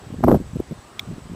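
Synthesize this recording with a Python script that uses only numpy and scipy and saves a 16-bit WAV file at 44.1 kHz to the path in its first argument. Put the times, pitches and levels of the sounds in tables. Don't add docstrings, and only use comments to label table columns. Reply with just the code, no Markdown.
import sys
import numpy as np
from scipy import signal
from scipy.io import wavfile
from scipy.ndimage import uniform_filter1d

SR = 44100
rng = np.random.default_rng(int(sys.argv[2]) if len(sys.argv) > 2 else 0)


def bounce(signal):
    frames = np.transpose(np.atleast_2d(signal))
    limited = np.clip(frames, -1, 1)
    pcm = np.round(limited * 32767).astype(np.int16)
    wavfile.write(sys.argv[1], SR, pcm)


N = 59535
TIME_S = np.arange(N) / SR


def gain_of(db):
    return 10 ** (np.asarray(db) / 20)


def evened(x):
    return x / np.sqrt(np.mean(x ** 2) + 1e-20)


def add(mix, start_s, sound):
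    at = round(start_s * SR)
    part = mix[max(at, 0):][:len(sound) + min(at, 0)]
    part += sound[max(-at, 0):][:len(part)]


def filtered(x, order, hz, kind="low"):
    return signal.lfilter(*signal.butter(order, hz, kind, fs=SR), x)


# frequency in Hz, relative spectral level in dB.
AIR_SPECTRUM = [(88, -48), (150, 1.5), (461, -3), (549, -5.5), (793, -3.5), (881, -5.5), (1050, -4),
                (1190, -6.5), (2390, -13), (2570, -13), (9900, -23), (12900, -53), (21800, -120)]
AIR_DB, AIR_PATCH_DB = -47.5, 1.27
AIR_STEP_HZ, AIR_TOP_DB = 10000, -33.5


def air():
    frames, hz = N // 256 + 5, np.fft.rfftfreq(1024, 1 / SR)
    real, imaginary, patches = rng.standard_normal((frames, 513, 3)).T
    patches = uniform_filter1d(patches, 14, 0)
    patches = evened(uniform_filter1d(patches, 12, 1))
    table_hz, table_db = np.transpose(AIR_SPECTRUM)
    level_db = np.interp(np.log(hz + 1), np.log(table_hz), table_db)
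    level_db = np.where(hz < AIR_STEP_HZ, level_db, AIR_TOP_DB)
    spectrum = (real + 1j * imaginary) * gain_of(level_db[:, None] + AIR_PATCH_DB * patches)
    noise = signal.istft(spectrum, nperseg=1024, noverlap=768)[1][:N]
    return gain_of(AIR_DB) * evened(noise)


def fuzz(hz, width_hz):
    pole = np.exp(-np.pi * width_hz / SR)
    noise = rng.standard_normal(N) + 1j * rng.standard_normal(N)
    slow = signal.lfilter([1], [1, -pole], noise)
    return evened((slow * np.exp(2j * np.pi * hz * TIME_S)).real)


WHINE_HZ, WHINE_DB = 7870, -69
WHINE_SKIRT_HZ, WHINE_SKIRT_DB = 250, -62


def whine():
    tone = evened(np.cos(2 * np.pi * WHINE_HZ * TIME_S))
    return gain_of(WHINE_DB) * tone + gain_of(WHINE_SKIRT_DB) * fuzz(WHINE_HZ, WHINE_SKIRT_HZ)


GLIDE = 0.395


def puff(centre_s, db, hz, width_s, phase, bend=.5):
    t = np.arange(-4 * width_s, 4 * width_s, 1 / SR)
    slide = GLIDE * (2 * bend - 1) * width_s * np.log(np.cosh(t / width_s))
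    turns = hz * (t + slide)
    bell = np.hanning(len(t)) / (1 + 2.07 * (t / width_s) ** 2) ** 2
    return centre_s - 4 * width_s, gain_of(db) * bell * np.cos(2 * np.pi * (turns + phase))


EDDY_SPREAD_DB = 2.5


def crowd(per_s, low_hz, high_hz, cycles, count=12):
    out = np.zeros(N + 4000)
    for hz, chance in zip(np.geomspace(low_hz, high_hz, count), rng.random((count, 2))):
        when, force = rng.random((N + 4000, 2)).T
        strikes = when < per_s / count / SR
        train = strikes * gain_of(-EDDY_SPREAD_DB * np.log(force + 1e-3))
        _, eddy = puff(0, 0, hz, cycles / hz, *chance)
        out += signal.oaconvolve(train, eddy, "same")
    return evened(out[2000:-2000])


# time in seconds, then relative levels in dB of the eddies, slow sway and fine eddies.
GUST_STRENGTH = [(0.0, -44, -47, -48), (0.188, -37.5, -38, -52), (0.206, -31, -28, -45),
                 (0.224, -51, -44, -77), (0.236, -5, -33, -11), (0.244, -5, -38, -12.5),
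                 (0.258, -17.5, -22, -49), (0.284, -1.5, -27, -6), (0.296, -16, -41, -20.5),
                 (0.322, -0.5, -33, -15.5), (0.334, -20, -55, -28), (0.348, -5.5, -19.5, -22.5),
                 (0.386, -27.5, -30.5, -50), (0.496, -48, -42, -63), (0.566, -28, -40, -51),
                 (0.582, -39, -33, -63), (0.604, -24.5, -34, -42), (0.62, -47, -44, -44),
                 (0.66, -45, -45, -59), (0.728, -29.5, -34, -63), (0.748, -41.5, -44.5, -51.5),
                 (0.928, -50, -52, -53.5), (1.116, -31, -36.5, -51.5), (1.244, -43, -39, -55),
                 (1.318, -32, -39.5, -59), (1.35, -33, -47, -56)]
EDDY_DB, FINE_DB, SWAY_DB = -9, -6, -0.5
EDDY_CYCLES, FINE_CYCLES, SWAY_CYCLES = 0.42, 0.84, 0.79


def gust_eddies():
    when, *levels = np.transpose(GUST_STRENGTH)
    gust, sway, fine = (gain_of(np.interp(TIME_S, when, db)) for db in levels)
    out = gain_of(EDDY_DB) * gust * crowd(300, 99, 358, EDDY_CYCLES)
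    out += gain_of(FINE_DB) * fine * crowd(700, 480, 950, FINE_CYCLES)
    out += gain_of(SWAY_DB) * sway * crowd(110, 61, 109, SWAY_CYCLES)
    return out


# centre in seconds, level of the bell's peak in dB, centre pitch in Hz, bell width in ms.
STRONG_EDDIES = [(0.0692, -29, 115, 8.8), (0.0811, -33, 200, 3.0), (0.1048, -21.5, 209, 3),
                 (0.128, -21, 148, 5.3), (0.1381, -25.5, 179, 1.4), (0.143, -18, 205, 2.37),
                 (0.1472, -28.5, 215, 1.4), (0.187, -23, 200, 3.8), (0.1927, -19, 178, 3.3),
                 (0.202, -30, 152, 5.9), (0.2089, -17.5, 232, 2), (0.2295, -24.5, 228, 7.1),
                 (0.2376, -9.5, 254, 3.7), (0.247, -3, 308, 1.56), (0.2544, -13.5, 227, 6.7),
                 (0.2664, -9.5, 196, 5.6), (0.2763, -10.5, 262, 3.8), (0.2872, -3.5, 355, 7.7),
                 (0.2922, -8, 216, 10.7), (0.2975, -2, 252, 1.83), (0.3112, -6, 330, 4.1),
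                 (0.3164, 0.5, 372, 1.25), (0.3218, -8, 400, 2.1), (0.3276, 1.5, 315, 2.5),
                 (0.3366, -3.5, 238, 2.7), (0.34, -16, 180, 1.7), (0.3466, -9, 390, 6.5),
                 (0.353, -13, 302, 2.6), (0.3642, -14, 190, 8.5), (0.3722, -18, 260, 3.3),
                 (0.403, -16.5, 235, 3.1), (0.4127, -22, 265, 4.6), (0.4188, -25, 199, 4.7),
                 (0.5352, -20.5, 136, 6.4), (0.5598, -14.5, 175, 6.1), (0.5686, -15, 250, 2.4),
                 (0.598, -22, 304, 1.7), (0.6034, -11.5, 345, 3.7), (0.622, -35.5, 120, 8),
                 (0.7114, -19.5, 220, 2.2), (0.7162, -22, 170, 3.9), (0.7225, -22.5, 272, 3.7),
                 (0.7273, -19, 170, 4.6), (0.778, -30.5, 112, 2.7), (1.029, -35, 197, 5.5),
                 (1.0772, -27, 182, 7.6), (1.0868, -25.5, 171, 4.1), (1.093, -28, 170, 7.2),
                 (1.1056, -22.5, 155, 6), (1.1145, -21, 204, 2), (1.126, -24.5, 180, 7.7),
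                 (1.1359, -22.5, 146, 3.5), (1.1827, -22, 208, 3), (1.265, -34, 148, 7.3),
                 (1.299, -29, 167, 2.1), (1.3075, -30, 169, 13.6), (1.32, -23.5, 219, 3.7),
                 (1.332, -31, 150, 14), (1.3374, -23, 215, 3.2)]


def thumps():
    out = np.zeros(N)
    for (s, db, hz, ms), chance in zip(STRONG_EDDIES, rng.random((len(STRONG_EDDIES), 2))):
        add(out, *puff(s, db, hz, ms / 1000, *chance))
    return out


# centre in seconds, level of the bell's peak in dB, centre pitch in Hz,
# bell width in cycles, starting level of the crack noise in dB before its low-pass.
CAPSULE_SLAPS = [(.1435, -30, 546, 0.98, -60), (0.207, -29.5, 587, 1.6, -60), (.2395, -6.5, 730, 1.56, -60),
                 (.2412, -8.5, 820, 0.37, -24), (0.2826, -14, 606, 0.48, -33),
                 (0.2856, -10, 830, 0.97, -60), (0.3161, -5.5, 960, 0.54, -25), (.324, -13, 653, 0.77, -62),
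                 (0.346, -6, 633, 1.8, -51), (.366, -24, 543, 2.6, -60), (.561, -29, 480, 2.2, -60),
                 (.603, -24, 565, 1.44, -40), (.7225, -28.5, 500, 1.8, -62)]
CRACK_MS, CRACK_HZ = 0.26, 9200


def slaps():
    out, cracks = np.zeros(N), np.zeros(N)
    decay = np.exp(-np.arange(100) / SR * 1000 / CRACK_MS)
    for (s, db, hz, cycles, crack_db), chance in zip(CAPSULE_SLAPS, rng.random((len(CAPSULE_SLAPS), 2))):
        add(out, *puff(s, db, hz, cycles / hz, *chance))
        add(cracks, s, gain_of(crack_db) * decay * rng.standard_normal(100))
    return out, filtered(cracks, 4, CRACK_HZ)


RASP_DB, RASP_HZ = -31.5, 2980
MIC_LOW_HZ = 45.6


def buffeting():
    pressure = thumps()
    edges, cracks = slaps()
    pressure += edges + gust_eddies()
    rasp = filtered(rng.standard_normal(N), 1, RASP_HZ, "high")
    rasp *= gain_of(RASP_DB) * uniform_filter1d(abs(pressure), size=200)
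    return filtered(pressure + filtered(rasp, 1, CRACK_HZ) + cracks, 2, MIC_LOW_HZ, "high")


MOAN_S, MOAN_LENGTH_S = 0.96, 0.14
MOAN_HZ, MOAN_WIDTH_HZ, MOAN_DB = 1193, 66, -53


def moan():
    swell = np.exp(-((TIME_S - MOAN_S) / MOAN_LENGTH_S) ** 2)
    return gain_of(MOAN_DB) * swell * fuzz(MOAN_HZ, MOAN_WIDTH_HZ)


# start in seconds, peak level in dB.
REEL_CONTACTS = [(.992, -34), (.994, -11), (.9952, -22), (.9976, -26)]
# frequency in Hz, relative level in dB, 60 dB decay time in seconds.
REEL_MODES = [(1220, -21, 0.048), (2244, 0.5, 0.0092), (3408, 1, 0.0094), (3775, -2.5, 0.01),
              (4500, -11, 0.0089), (5264, -13, 0.0097), (5730, -5, 0.0041), (6770, -21, 0.013),
              (7240, -23, 0.012), (8660, -19, .01), (9820, -27, 0.019), (10900, -26, 0.0075),
              (12000, -23.5, 0.0072), (13900, -24, 0.0087), (15200, -13, .01)]
CLICK_RISE_MS = .9


def reel():
    out, t = np.zeros(N), np.arange(1500) / SR
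    ring = np.zeros(len(t))
    for k, (hz, db, t60) in enumerate(REEL_MODES):
        sign = (-1) ** k
        ring += sign * gain_of(db - 60 * t / t60) * np.sin(2 * np.pi * hz * t)
    ring *= 1 - np.exp(-t * 1000 / CLICK_RISE_MS)
    for s, db in REEL_CONTACTS:
        add(out, s, gain_of(db) * ring / abs(ring).max())
    return out


def scene():
    return (buffeting() + air() + whine() + moan() + reel())[None]


CEILING = 0.86
MIRROR_HZ, MIRROR_DB = 12100, -7.5
EDGE_HZ = 15600


def record(dry):
    dry = dry / (1 + (dry / CEILING) ** 4) ** .25
    bass = filtered(dry, 2, 1800)
    mirror = gain_of(MIRROR_DB) * np.gradient(bass, axis=1) * np.cos(2 * np.pi * MIRROR_HZ * TIME_S)
    band_limit = signal.firwin(511, EDGE_HZ, window=("kaiser", 9), fs=SR)[None]
    return signal.oaconvolve(dry + mirror, band_limit, "same")


dry = scene()
out = record(dry)
bounce(out)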